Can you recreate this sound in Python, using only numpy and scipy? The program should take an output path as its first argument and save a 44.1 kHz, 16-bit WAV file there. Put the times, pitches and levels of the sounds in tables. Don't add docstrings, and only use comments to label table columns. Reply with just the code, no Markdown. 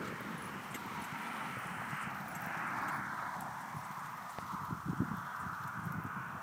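import sys
import numpy as np
from scipy import signal
from scipy.fft import rfft, irfft
from scipy.io import wavfile
from scipy.ndimage import uniform_filter1d

SR = 44100
rng = np.random.default_rng(int(sys.argv[2]) if len(sys.argv) > 2 else 0)


def materialize(psi):
    bounded = np.clip(np.atleast_2d(psi).T, -1, 1)
    quanta = np.round(bounded * 32767).astype(np.int16)
    wavfile.write(sys.argv[1], SR, quanta)


N = 283122
TIME = np.arange(N) / SR
FRAME, HOP = 1024, 256
BINS = np.fft.rfftfreq(FRAME, 1 / SR)
FRAME_TIMES = np.arange(N // HOP + 5)[:, None] * HOP / SR


def amp(db):
    return 10 ** (np.asarray(db) / 20)


def unit(x):
    return x / np.sqrt(np.mean(x ** 2) + 1e-20)


def colour(points, hz):
    f, db = np.transpose(points)
    return np.interp(np.log(hz + 1), np.log(f + 1), db)


def follow(rows, t):
    s, *columns = np.transpose(rows)
    return [np.interp(t, s, c) for c in columns]


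def shaped(x, points):
    gain = amp(colour(points, np.fft.rfftfreq(N, 1 / SR)))
    return unit(irfft(rfft(x) * gain, N))


def add(mix, s, sound):
    part = mix[max(round(s * SR), 0):][:len(sound)]
    part += sound[:len(part)]


def grains(per_s, spread_db):
    clicks = (rng.random(N) < per_s / SR) * rng.choice([-1, 1], N)
    sizes = amp(spread_db * np.minimum(rng.exponential(1, N), 4))
    return unit(clicks * sizes)


def flutter(size):
    return unit(uniform_filter1d(uniform_filter1d(rng.standard_normal(N), size), size))


def bell(hz, octaves):
    return np.exp(-.5 * (np.log2((BINS + 1) / hz) / octaves) ** 2)


def band_db(db, lo, hi):
    inside = (BINS > lo) & (BINS < hi)
    return 10 * np.log10((amp(db[:, inside]) ** 2).sum(1, keepdims=True))


def noise_of(db, patchy_db):
    real, imag, patches = rng.standard_normal((3, len(FRAME_TIMES), len(BINS)))
    patches = unit(uniform_filter1d(uniform_filter1d(patches, size=18, axis=0), size=4, axis=1))
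    spectra = (real + 1j * imag) * amp(db + patchy_db * patches)
    sound = signal.istft(spectra.T, nperseg=FRAME, noverlap=FRAME - HOP)[1][:N]
    return unit(sound) * np.sqrt((amp(db) ** 2).sum(1).mean())


def band_noise(db, hz, octaves):
    band = 20 * np.log10(bell(hz, octaves) + 1e-6) + np.zeros_like(FRAME_TIMES)
    return noise_of(band - band_db(band, 0, SR / 2) + db, patchy_db=1.5)


def swish(start_s, end_s, level_db, hz, sag_hz_per_s, octaves, fade_s):
    t = FRAME_TIMES
    gate = np.clip(np.minimum(t - start_s, end_s - t) / fade_s, 1e-4, 1)
    pitch = hz - sag_hz_per_s * (np.clip(t, start_s, end_s) - start_s)
    return band_noise(level_db + 20 * np.log10(gate), pitch, octaves)


def burst(hz, octaves, envelope):
    count = len(envelope)
    f = np.fft.rfftfreq(2 * count, 1 / SR)
    band = np.exp(-.5 * (np.log2((f + 1) / hz) / octaves) ** 2)
    puff = irfft(rfft(rng.standard_normal(count) * envelope, 2 * count) * band)[:count]
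    ease = np.sin(np.pi / 2 * np.minimum(np.arange(count) * hz / SR, 1)) ** 2
    return ease * puff / abs(puff).max()


def puffs(rows, gain_db, octaves, rise):
    out, t = np.zeros(N), np.arange(SR // 8) / SR
    for s, db, hz, length_s in rows:
        age = t / max(length_s * rise, .001)
        add(out, s, amp(db + gain_db) * burst(hz, octaves, age ** 2 * np.exp(-2 * age)))
    return out


def swings(rows, gain_db, sag, ragged, tail):
    out, t = np.zeros(N), np.arange(-SR // 16, SR // 16) / SR
    for s, db, hz, cycles in rows:
        age = 2 * t * hz / cycles
        envelope = 1 / np.cosh(np.where(age < 0, 2 * age, 2 * age / tail))
        turns = np.cumsum(hz * (1 - sag * np.tanh(age))) / SR + rng.random()
        roughness = ragged * burst(2 * hz, octaves=0.32, envelope=envelope)
        push = envelope * np.sin(2 * np.pi * turns) + roughness
        add(out, s + t[0], amp(db + gain_db) * push * signal.windows.tukey(len(t)))
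    return out


def ring(modes, t, detune=0):
    hz, db, t60 = np.transpose(modes)[:, :, None]
    hz = hz * (1 + detune * rng.standard_normal(hz.shape))
    sound = (amp(db) * np.exp(-np.log(1000) * t / t60) * np.sin(2 * np.pi * hz * t)).sum(0)
    return sound / abs(sound).max()


def chatter(modes, bounce_db, bounce_s):
    t = np.arange(SR // 5) / SR
    out = np.zeros(len(t))
    gaps = bounce_s * rng.uniform(0.64, 2.4, size=3)
    for k, delay in enumerate(np.append(0, np.cumsum(gaps))):
        touched = [(hz, db + 3 * rng.standard_normal(), t60) for hz, db, t60 in modes]
        add(out, delay, amp(k * bounce_db) * ring(touched, t, detune=0.0048))
    return out


def rattle(modes, length_s, touches_per_s, sag_db):
    t = np.arange(SR // 12) / SR
    out, count = np.zeros(len(t)), max(round(length_s * touches_per_s), 2)
    for k in range(count):
        delay = (k + rng.random() * (k > 0)) / touches_per_s
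        touched = [(hz, db + 3 * rng.standard_normal(), t60) for hz, db, t60 in modes]
        strength = amp(sag_db * k / count + rng.standard_normal())
        add(out, delay, strength * ring(touched, t, detune=0.013))
    return out / abs(out).max()


# f/Hz, level/dB
HISS_SPECTRUM = [(1000, -33), (4500, -12), (6000, 7), (9000, 1), (11000, 7), (12300, 10), (14000, 2),
                 (15300, 18), (16000, -10)]

def hiss(level_db=-70.0):
    return amp(level_db) * shaped(rng.standard_normal(N), HISS_SPECTRUM)


# f/Hz, level/dB
FIRST_TYRES = [(250, -43), (450, -14), (620, -9.5), (800, 0), (1000, -1.5), (1350, 0.5), (1550, -0.5),
               (1850, -3.5), (2250, -7.5), (2700, -16), (3200, -15), (5000, -20.5), (8000, -54)]
SECOND_TYRES = [(250, -23), (500, -18.5), (650, -8.5), (850, -2.5), (1000, 3), (1250, 3.5), (1550, 0.5),
                (1720, -6.5), (1900, -9.5), (2200, -11.5), (2700, -10), (4000, -17), (8000, -50)]
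# t/s, share of the second car
SECOND_SHARE = [(3.1, 0.21), (4.4, 0.84)]
# t/s, f/Hz
AIR_EDGE = [(0, 4110), (1.4, 3250), (2.0, 3000), (2.25, 2700), (2.6, 2900), (3.0, 2360), (3.4, 1820),
            (3.8, 1640)]

def tyres_db(fall_db_per_octave=27):
    second, = follow(SECOND_SHARE, FRAME_TIMES)
    edge_hz, = follow(AIR_EDGE, FRAME_TIMES)
    blend = (1 - second) * colour(FIRST_TYRES, BINS) + second * colour(SECOND_TYRES, BINS)
    return blend - fall_db_per_octave * np.log2(np.maximum(BINS / edge_hz, 1))


# t/s, f/Hz, gain/dB
ECHO_CENTRE = [(0, 1180, -1.5), (.8, 1040, 8), (1.6, 1360, -0.5), (2.6, 1390, 2), (3.15, 1000, -0.5),
               (3.5, 890, 4.5), (4.6, 1100, 1), (5.2, 1320, 6), (6.42, 1330, -1.5)]
# t/s, f/Hz, gain/dB
ECHO_NOTCH = [(2.1, 3700, -17), (2.7, 3320, -12), (3.02, 2730, -11), (3.15, 2600, -18), (3.25, 1300, 0),
              (3.9, 1420, -1), (4.6, 1640, -10.5), (4.95, 1720, -0.5), (5.25, 2470, -4), (5.6, 1880, -5),
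              (6.0, 1880, -5.5), (6.42, 2070, -11)]

def ground_echo_db():
    centre_hz, height = follow(ECHO_CENTRE, FRAME_TIMES)
    notch_hz, depth = follow(ECHO_NOTCH, FRAME_TIMES)
    return height * bell(centre_hz, octaves=0.28) + depth * bell(notch_hz, octaves=0.13)


# t/s, core level/dB, bright edge level/dB, low flank level/dB
ROAR_LEVELS = [(0.0, -45.5, -55, -59), (0.85, -46.5, -54, -54.5), (1.38, -45.5, -49.5, -50),
               (1.9, -43, -53, -55), (2.0, -41.5, -47.5, -54), (2.25, -47, -59, -49),
               (2.55, -40.5, -49.5, -46), (2.75, -39.5, -53.5, -47.5), (2.94, -37, -53.5, -47),
               (3.04, -41, -57.5, -53.5), (3.46, -46.5, -61.5, -45.5), (3.89, -48, -55.5, -53.5),
               (4.0, -44, -58.5, -54), (4.28, -48, -60, -53), (4.58, -43, -63, -58),
               (4.89, -46.5, -66, -57), (5.28, -43, -62.5, -55.5), (5.65, -43, -63.5, -57.5),
               (6.0, -45.5, -61.5, -55), (6.27, -44, -59.5, -56.5), (6.42, -45, -62.5, -52)]
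# t/s, f/Hz, gain/dB
SOFT_GROUND = [(0, 520, -3), (1.4, 490, -4), (2.0, 431, -15), (2.8, 445, -15), (3.4, 450, -21),
               (4.0, 375, -3), (4.6, 440, 5)]

def road(gain_db=-0.9, edge_gain_db=1.08, flank_gain_db=-2.0):
    core, edge, flank = follow(ROAR_LEVELS, FRAME_TIMES)
    hollow_hz, hollow_db = follow(SOFT_GROUND, FRAME_TIMES)
    db = tyres_db() + ground_echo_db()
    db += core - band_db(db, 850, 1700)
    brighter = edge - band_db(db, 1900, 3200) + edge_gain_db
    fuller = flank - band_db(db, 600, 850) + flank_gain_db
    db += brighter * colour([(1600, 0.0074), (2050, 0.89)], BINS)
    db += fuller * colour([(450, 0.19), (620, 1.0), (780, 1), (950, 0.01)], BINS)
    db += hollow_db * bell(hollow_hz, octaves=0.12)
    return noise_of(db + gain_db, patchy_db=1.24)


def car_drone(closest_s=2.83, passing_s=0.11, level_db=-52):
    distance_db = -10 * np.log10(1 + ((FRAME_TIMES - closest_s) / passing_s) ** 2)
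    return band_noise(level_db + distance_db, hz=290, octaves=0.19)


# start/s, end/s, level/dB, f/Hz, sag/(Hz/s), width/octaves
TREAD_BANDS = [(0.733, 1.603, -51, 938, 15, 0.024), (1.05, 2.15, -52, 1330, 34, 0.032),
               (2.99, 3.758, -49, 982, 0, 0.042), (3.705, 4.863, -54, 985, 0, 0.015),
               (3.95, 4.848, -56, 1267, 0, 0.038), (5.146, 5.55, -51, 1000, 0, 0.022),
               (5.192, 6.253, -52.5, 1253, 0, 0.058), (5.297, 6.425, -54, 1433, -40, 0.037)]

def tread():
    return sum(swish(*band, fade_s=0.16) for band in TREAD_BANDS)


# t/s, relative level/dB, f/Hz, length/cycles
EDDIES = [(4.434, -49, 147, 2.7), (4.548, -34.5, 185.2, 1.2), (4.619, -41, 129, 1.8),
          (4.711, -35.5, 280, 2.3), (4.729, -30, 172.8, 3.2), (4.775, -47, 178, 3.9),
          (4.868, -41, 164.4, 1.8), (4.887, -36, 285, 3.9), (4.899, -29.5, 174, 3.8),
          (4.933, -29, 202.5, 1.2), (5.005, -20.5, 166.7, 1.3), (5.021, -25, 267.3, 2.7),
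          (5.033, -30, 221.7, 2.7), (5.086, -39, 201, 3.5), (5.118, -29.5, 196.7, 2.2),
          (5.143, -38, 191, 7), (5.184, -40, 155.3, 3.1), (5.245, -49, 141, 2.8),
          (5.437, -39.5, 166.5, 1.3), (5.468, -36, 153, 2.3), (5.529, -45, 160.6, 3.5),
          (5.607, -48, 201, 1.7), (5.654, -39.5, 137.4, 2.8), (5.774, -39, 172, 2.1),
          (5.794, -41, 172, 2.6), (5.839, -42, 153, 2), (5.87, -32, 164, 3.6), (5.91, -34.5, 155.4, 2.3),
          (5.954, -40.5, 197, 4.4), (5.986, -30, 155, 2), (6.0, -42, 334, 3), (6.053, -32.5, 179, 1.1),
          (6.173, -37.5, 187, 2.7), (6.206, -39, 154, 1.3), (6.275, -50, 145, 6.6),
          (6.351, -38.5, 170, 2.1)]
# f/Hz, level/dB
WAKE_SPECTRUM = [(20, 7), (50, -15), (100, 5.5), (150, 4), (220, -6.5), (320, -8), (450, -28), (900, -52)]

def wind(wake_db=-47.5, wake_s=0.026, pivot_db=-41, growth=0.57, lumpy_db=3.5):
    wakes = [amp(wake_db + growth * (db - pivot_db)) * np.exp(-.5 * ((TIME - s) / wake_s) ** 2)
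             for s, db, _, _ in EDDIES]
    turbulence = shaped(rng.standard_normal(N) * amp(lumpy_db * flutter(size=500)), WAKE_SPECTRUM)
    pushes = swings(EDDIES, gain_db=0.5, sag=0.1202, ragged=0.11, tail=0.81)
    return turbulence * np.max(wakes, axis=0) + pushes


# t/s, level/dB
CASE_TAPS = [(4.3862, -23)]
# f/Hz, level/dB, t60/s
CASE_MODES = [(820, 23, 0.0044), (1700, 10, 0.0045), (2750, -5, 0.0026), (193, 10, 0.022)]

def camera_knock():
    out, t = np.zeros(N), np.arange(SR // 20) / SR
    for s, db in CASE_TAPS:
        add(out, s, -amp(db) * ring(CASE_MODES, t))
    return out


# start/s, end/s, level/dB, f/Hz, sag/(Hz/s), width/octaves
WEED_SCRAPES = [(0, .14, -60, 3840, 4, 0.3), (.15, .5, -67, 3580, 0, 0.15),
                (0.7, 1.597, -64.5, 3620, 102, 0.28), (1.146, 2.113, -65.5, 9400, 1200, 0.2),
                (1.845, 2.1, -66, 5000, 0, 0.57), (2.7, 3.023, -66.5, 4400, -3, 0.27),
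                (3.023, 3.445, -68.5, 3860, 0, .22), (3.142, 3.346, -47.5, 1330, 0, 0.32),
                (4.22, 4.63, -66, 4450, 0, 0.73), (5.09, 5.415, -69.5, 3300, 0, 0.14)]

def weeds(catch_db=0.5):
    swishes = sum(swish(*scrape, fade_s=0.065) for scrape in WEED_SCRAPES)
    return swishes * unit(amp(catch_db * flutter(size=90)))


# t/s, level/dB
SAND_LEVEL = [(0, -73), (.6, -69), (1.3, -66), (1.7, -67), (2.15, -67.5), (2.7, -68), (3.1, -77),
              (3.8, -68), (4.5, -65.5), (4.85, -73), (5.3, -69), (5.7, -68), (6.05, -87), (6.42, -74)]
# f/Hz, relative level/dB
GRAIN_TICKS = [(3900, 1), (5600, -1.5), (7200, -10), (8800, -9), (10400, -5.5), (12600, -4), (14800, 2)]

def sand(clump_db=3.5, grain_s=0.00077):
    ticks, t = np.zeros(N), np.arange(SR // 200) / SR
    clumps = amp(clump_db * flutter(size=700))
    for hz, db in GRAIN_TICKS:
        cracks = grains(per_s=750, spread_db=2.5) * clumps
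        tick = burst(hz, octaves=0.2, envelope=np.exp(-t / grain_s))
        ticks += amp(db) * unit(signal.oaconvolve(cracks, tick)[:N])
    level_db, = follow(SAND_LEVEL, TIME)
    return unit(ticks) * amp(level_db)


# t/s, relative level/dB, f/Hz
GROUND_SNAPS = [(.2074, -48, 12800), (.8625, -50, 13000), (1.2245, -52, 10000), (1.671, -47.5, 8900),
                (1.907, -52, 8200), (2.4074, -49, 14800), (2.4199, -42, 15400), (2.4423, -51, 12700),
                (2.4624, -41, 15000), (2.819, -46, 15000), (3.408, -41, 10200), (3.9937, -56, 7400),
                (5.1701, -50, 15000), (5.3994, -50, 15700), (5.676, -53, 7100), (5.68, -49, 13000),
                (5.8556, -46, 15100), (5.8674, -49, 15500), (5.922, -54, 5540), (5.923, -42, 14500),
                (6.0376, -46.5, 15600)]

def snaps(gain_db=6, crack_s=0.0013, crumble_db=-17, crumble_s=0.014):
    out, t = np.zeros(N), np.arange(SR // 25) / SR
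    envelope = np.exp(-t / crack_s) + amp(crumble_db) * np.exp(-t / crumble_s)
    for s, db, hz in GROUND_SNAPS:
        add(out, s, amp(db + gain_db) * burst(hz, octaves=0.38, envelope=envelope))
    return out


def judder():
    return swish(start_s=0.84, end_s=1.68, level_db=-54.5, hz=234,
                 sag_hz_per_s=25, octaves=0.21, fade_s=0.15)


# t/s, relative level/dB, f/Hz
FRAME_BUMPS = [(.124, -34, 480), (.205, -38, 445), (.308, -47, 450), (.42, -46, 400), (.751, -43, 330),
               (.856, -43, 337), (.919, -39.5, 486), (.993, -41, 420), (1.568, -37, 600), (1.646, -40, 520),
               (1.818, -33, 650), (1.928, -36, 670), (2.455, -39, 630), (2.47, -31, 1260), (2.9, -40, 710),
               (3.224, -29.5, 745), (3.226, -33, 1130), (3.367, -37, 706)]

def bumps(cycles=3.9):
    knocks = [(s, db, hz, cycles / hz) for s, db, hz in FRAME_BUMPS]
    return puffs(knocks, gain_db=-3, octaves=0.33, rise=0.27)


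# t/s, relative rumble level/dB, relative crunch level/dB
CART_LEVELS = [(0, -50, -63.5), (.55, -52, -63), (1.0, -49.5, -62), (1.3, -58.5, -62.5), (1.7, -50.5, -64),
               (2.05, -52.5, -69), (2.2, -48.5, -64.5), (2.4, -52, -62), (2.6, -55, -63),
               (3.15, -54, -63.5), (3.6, -54.5, -63), (4.45, -59, -65), (4.8, -57.5, -66), (5.65, -57, -66),
               (6.1, -53.5, -70), (6.42, -51, -69)]
# f/Hz, level/dB
RUT_SPECTRUM = [(20, -3), (45, -14), (80, -7.5), (125, 0.5), (190, 3.5), (250, -3.5), (330, -18.5),
                (500, -20), (1000, -83)]
FRAME_SPECTRUM = [(100, -68), (195, -11), (228, 5), (290, -2), (350, -1.5), (450, -5), (520, -5.5),
                  (600, -9), (800, -18), (1600, -77)]
DIRT_SPECTRUM = [(1000, -28), (2400, 5.5), (3200, 9.5), (3900, 5), (4900, 4.5), (5700, 8.5), (7000, 5),
                 (9000, 5), (11000, -4), (12300, 2.5), (14000, -9), (15300, -5), (16000, -12)]

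def cart(rumble_gain_db=0.37, crunch_gain_db=-0.5, boom_db=-50.5, fade_db_per_s=5,
         grit_db=-4, clump_db=3.5, uneven_db=2.0):
    rumble_db, crunch_db = follow(CART_LEVELS, TIME)
    ruts = shaped(grains(per_s=900, spread_db=1.0), RUT_SPECTRUM) * amp(rumble_db + rumble_gain_db)
    boom = shaped(grains(per_s=820, spread_db=2.0), FRAME_SPECTRUM) * amp(boom_db - fade_db_per_s * TIME)
    dust = shaped(rng.standard_normal(N), DIRT_SPECTRUM)
    grit = shaped(grains(per_s=1100, spread_db=1.0) * amp(clump_db * flutter(size=600)), DIRT_SPECTRUM)
    crunch = (dust + amp(grit_db) * grit) * amp(crunch_db + crunch_gain_db)
    uneven_ground = amp(uneven_db * flutter(size=4000))
    return uneven_ground * (ruts + boom) + crunch


# t/s, level/dB, length/s, clack offset/dB, free ring offset/dB
BUCKLE_SHAKES = [(0.074, -44.5, .012, -1, -26), (0.7437, -34, 0.019, -1.5, -18),
                 (1.04, -41, 0.014, -7, -16), (2.351, -37, 0.014, -14, -16), (2.882, -40.5, 0.018, -1, -26)]
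# f/Hz, level/dB, t60/s
BUCKLE_MODES = [(6650, 5, 0.0097), (7500, -10, 0.025), (7520, 1, 0.039), (8100, -3, 0.055), (8600, 3, .01),
                (11980, 1, 0.025), (12300, -4, .018), (12900, 0, .012), (14900, -7, .008)]
FITTING_MODES = [(2010, 0, 0.025), (2157, 5.5, 0.017), (2730, -2, 0.027), (3140, -5, 0.015)]

def buckle(fitting_gain_db=3.0, free_hz=11560, free_t60_s=0.11):
    out, t = np.zeros(N), np.arange(SR // 6) / SR
    free_ring = ring([(free_hz, 0, free_t60_s)], t)
    for s, db, length_s, clack_db, free_db in BUCKLE_SHAKES:
        clink = rattle(BUCKLE_MODES, length_s, touches_per_s=800, sag_db=-9.5)
        clack = rattle(FITTING_MODES, length_s, touches_per_s=450, sag_db=-4)
        add(out, s, amp(db) * (clink + amp(clack_db + fitting_gain_db) * clack))
        add(out, s + length_s, amp(db + free_db) * free_ring)
    return out


# t/s, relative level/dB, hardness/(dB/octave)
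REIN_HITS = [(0.379, -44.5, -12), (.422, -41, -17), (.4529, -45, -8), (.6344, -48, 28), (1.0193, -41, 5),
             (1.5873, -43, 46), (2.282, -40, 50), (2.315, -47, -12), (2.922, -46, 22), (2.945, -46, 50),
             (2.961, -47, 22), (3.7658, -47, -1)]
# f/Hz, level/dB, t60/s
REIN_MODES = [(10100, 15, 0.052), (10400, -7, 0.034), (10500, -8, .02), (15000, -7, 0.087),
              (15165, -15, .04)]

def rein_ring(jingle_db=-6, tick_db=-7, tick_s=0.004):
    out, t = np.zeros(N), np.arange(SR // 6) / SR
    lowest_hz = REIN_MODES[0][0]
    for s, db, hardness in REIN_HITS:
        modes = [(hz, level + hardness * np.log2(hz / lowest_hz), t60) for hz, level, t60 in REIN_MODES]
        add(out, s, amp(db + jingle_db) * chatter(modes, bounce_db=-3.5, bounce_s=0.007))
        add(out, s, amp(db + tick_db) * burst(lowest_hz, octaves=0.52, envelope=np.exp(-t / tick_s)))
    return out


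# t/s, relative level/dB, f/Hz
DIRT_THUDS = [(0.127, -46, 242), (.268, -38, 186.5), (0.306, -36, 252), (0.349, -38, 174),
              (0.756, -38, 264.3), (.859, -34.5, 252), (1.023, -36, 197), (1.127, -35.5, 158),
              (1.57, -37, 133), (1.66, -35, 177.7), (1.715, -39, 167), (1.933, -32.5, 168),
              (2.073, -32.5, 188), (2.366, -38, 184.4), (2.472, -34, 200.7), (2.573, -35, 182.3),
              (2.812, -40, 249), (3.132, -39, 185.5), (3.235, -46, 171), (3.389, -43, 192),
              (3.489, -40, 160), (3.748, -37, 173), (3.768, -34.5, 129.4), (3.796, -42, 146),
              (3.907, -39.5, 168), (3.979, -41, 156), (4.048, -40.5, 159.6)]
# t/s, relative level/dB
FOOT_SCUFFS = [(0.699, -63), (2.005, -62), (2.66, -66), (3.405, -65), (3.6, -68), (3.83, -65), (3.99, -69),
               (4.29, -65), (4.39, -68), (5.39, -68), (5.825, -69)]

def feet(thud_cycles=1.46, scuff_hz=8400, scuff_s=0.026):
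    landings = [(s, db, hz, thud_cycles) for s, db, hz in DIRT_THUDS]
    brushes = [(s, db, scuff_hz, scuff_s) for s, db in FOOT_SCUFFS]
    thuds = swings(landings, gain_db=-2.0, sag=0.14, ragged=0.17, tail=2.2)
    scuffs = puffs(brushes, gain_db=14.0, octaves=0.3, rise=0.59)
    return thuds + scuffs


def scene():
    traffic = road() + car_drone() + tread()
    wheels = cart() + judder() + bumps() + weeds() + sand() + snaps()
    buffeting = wind()
    llama = feet() + buckle() + rein_ring()
    return (traffic + wheels + buffeting + llama + camera_knock() + hiss())[None]


def record(dry, low_cut_hz=75, high_cut_hz=15950):
    wind_filter = signal.butter(2, low_cut_hz, "highpass", fs=SR, output="sos")
    band_limit = signal.firwin(511, high_cut_hz, window=("kaiser", 8), fs=SR)
    return signal.oaconvolve(signal.sosfilt(wind_filter, dry), band_limit[None], "same")


dry = scene()
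out = record(dry)
materialize(out)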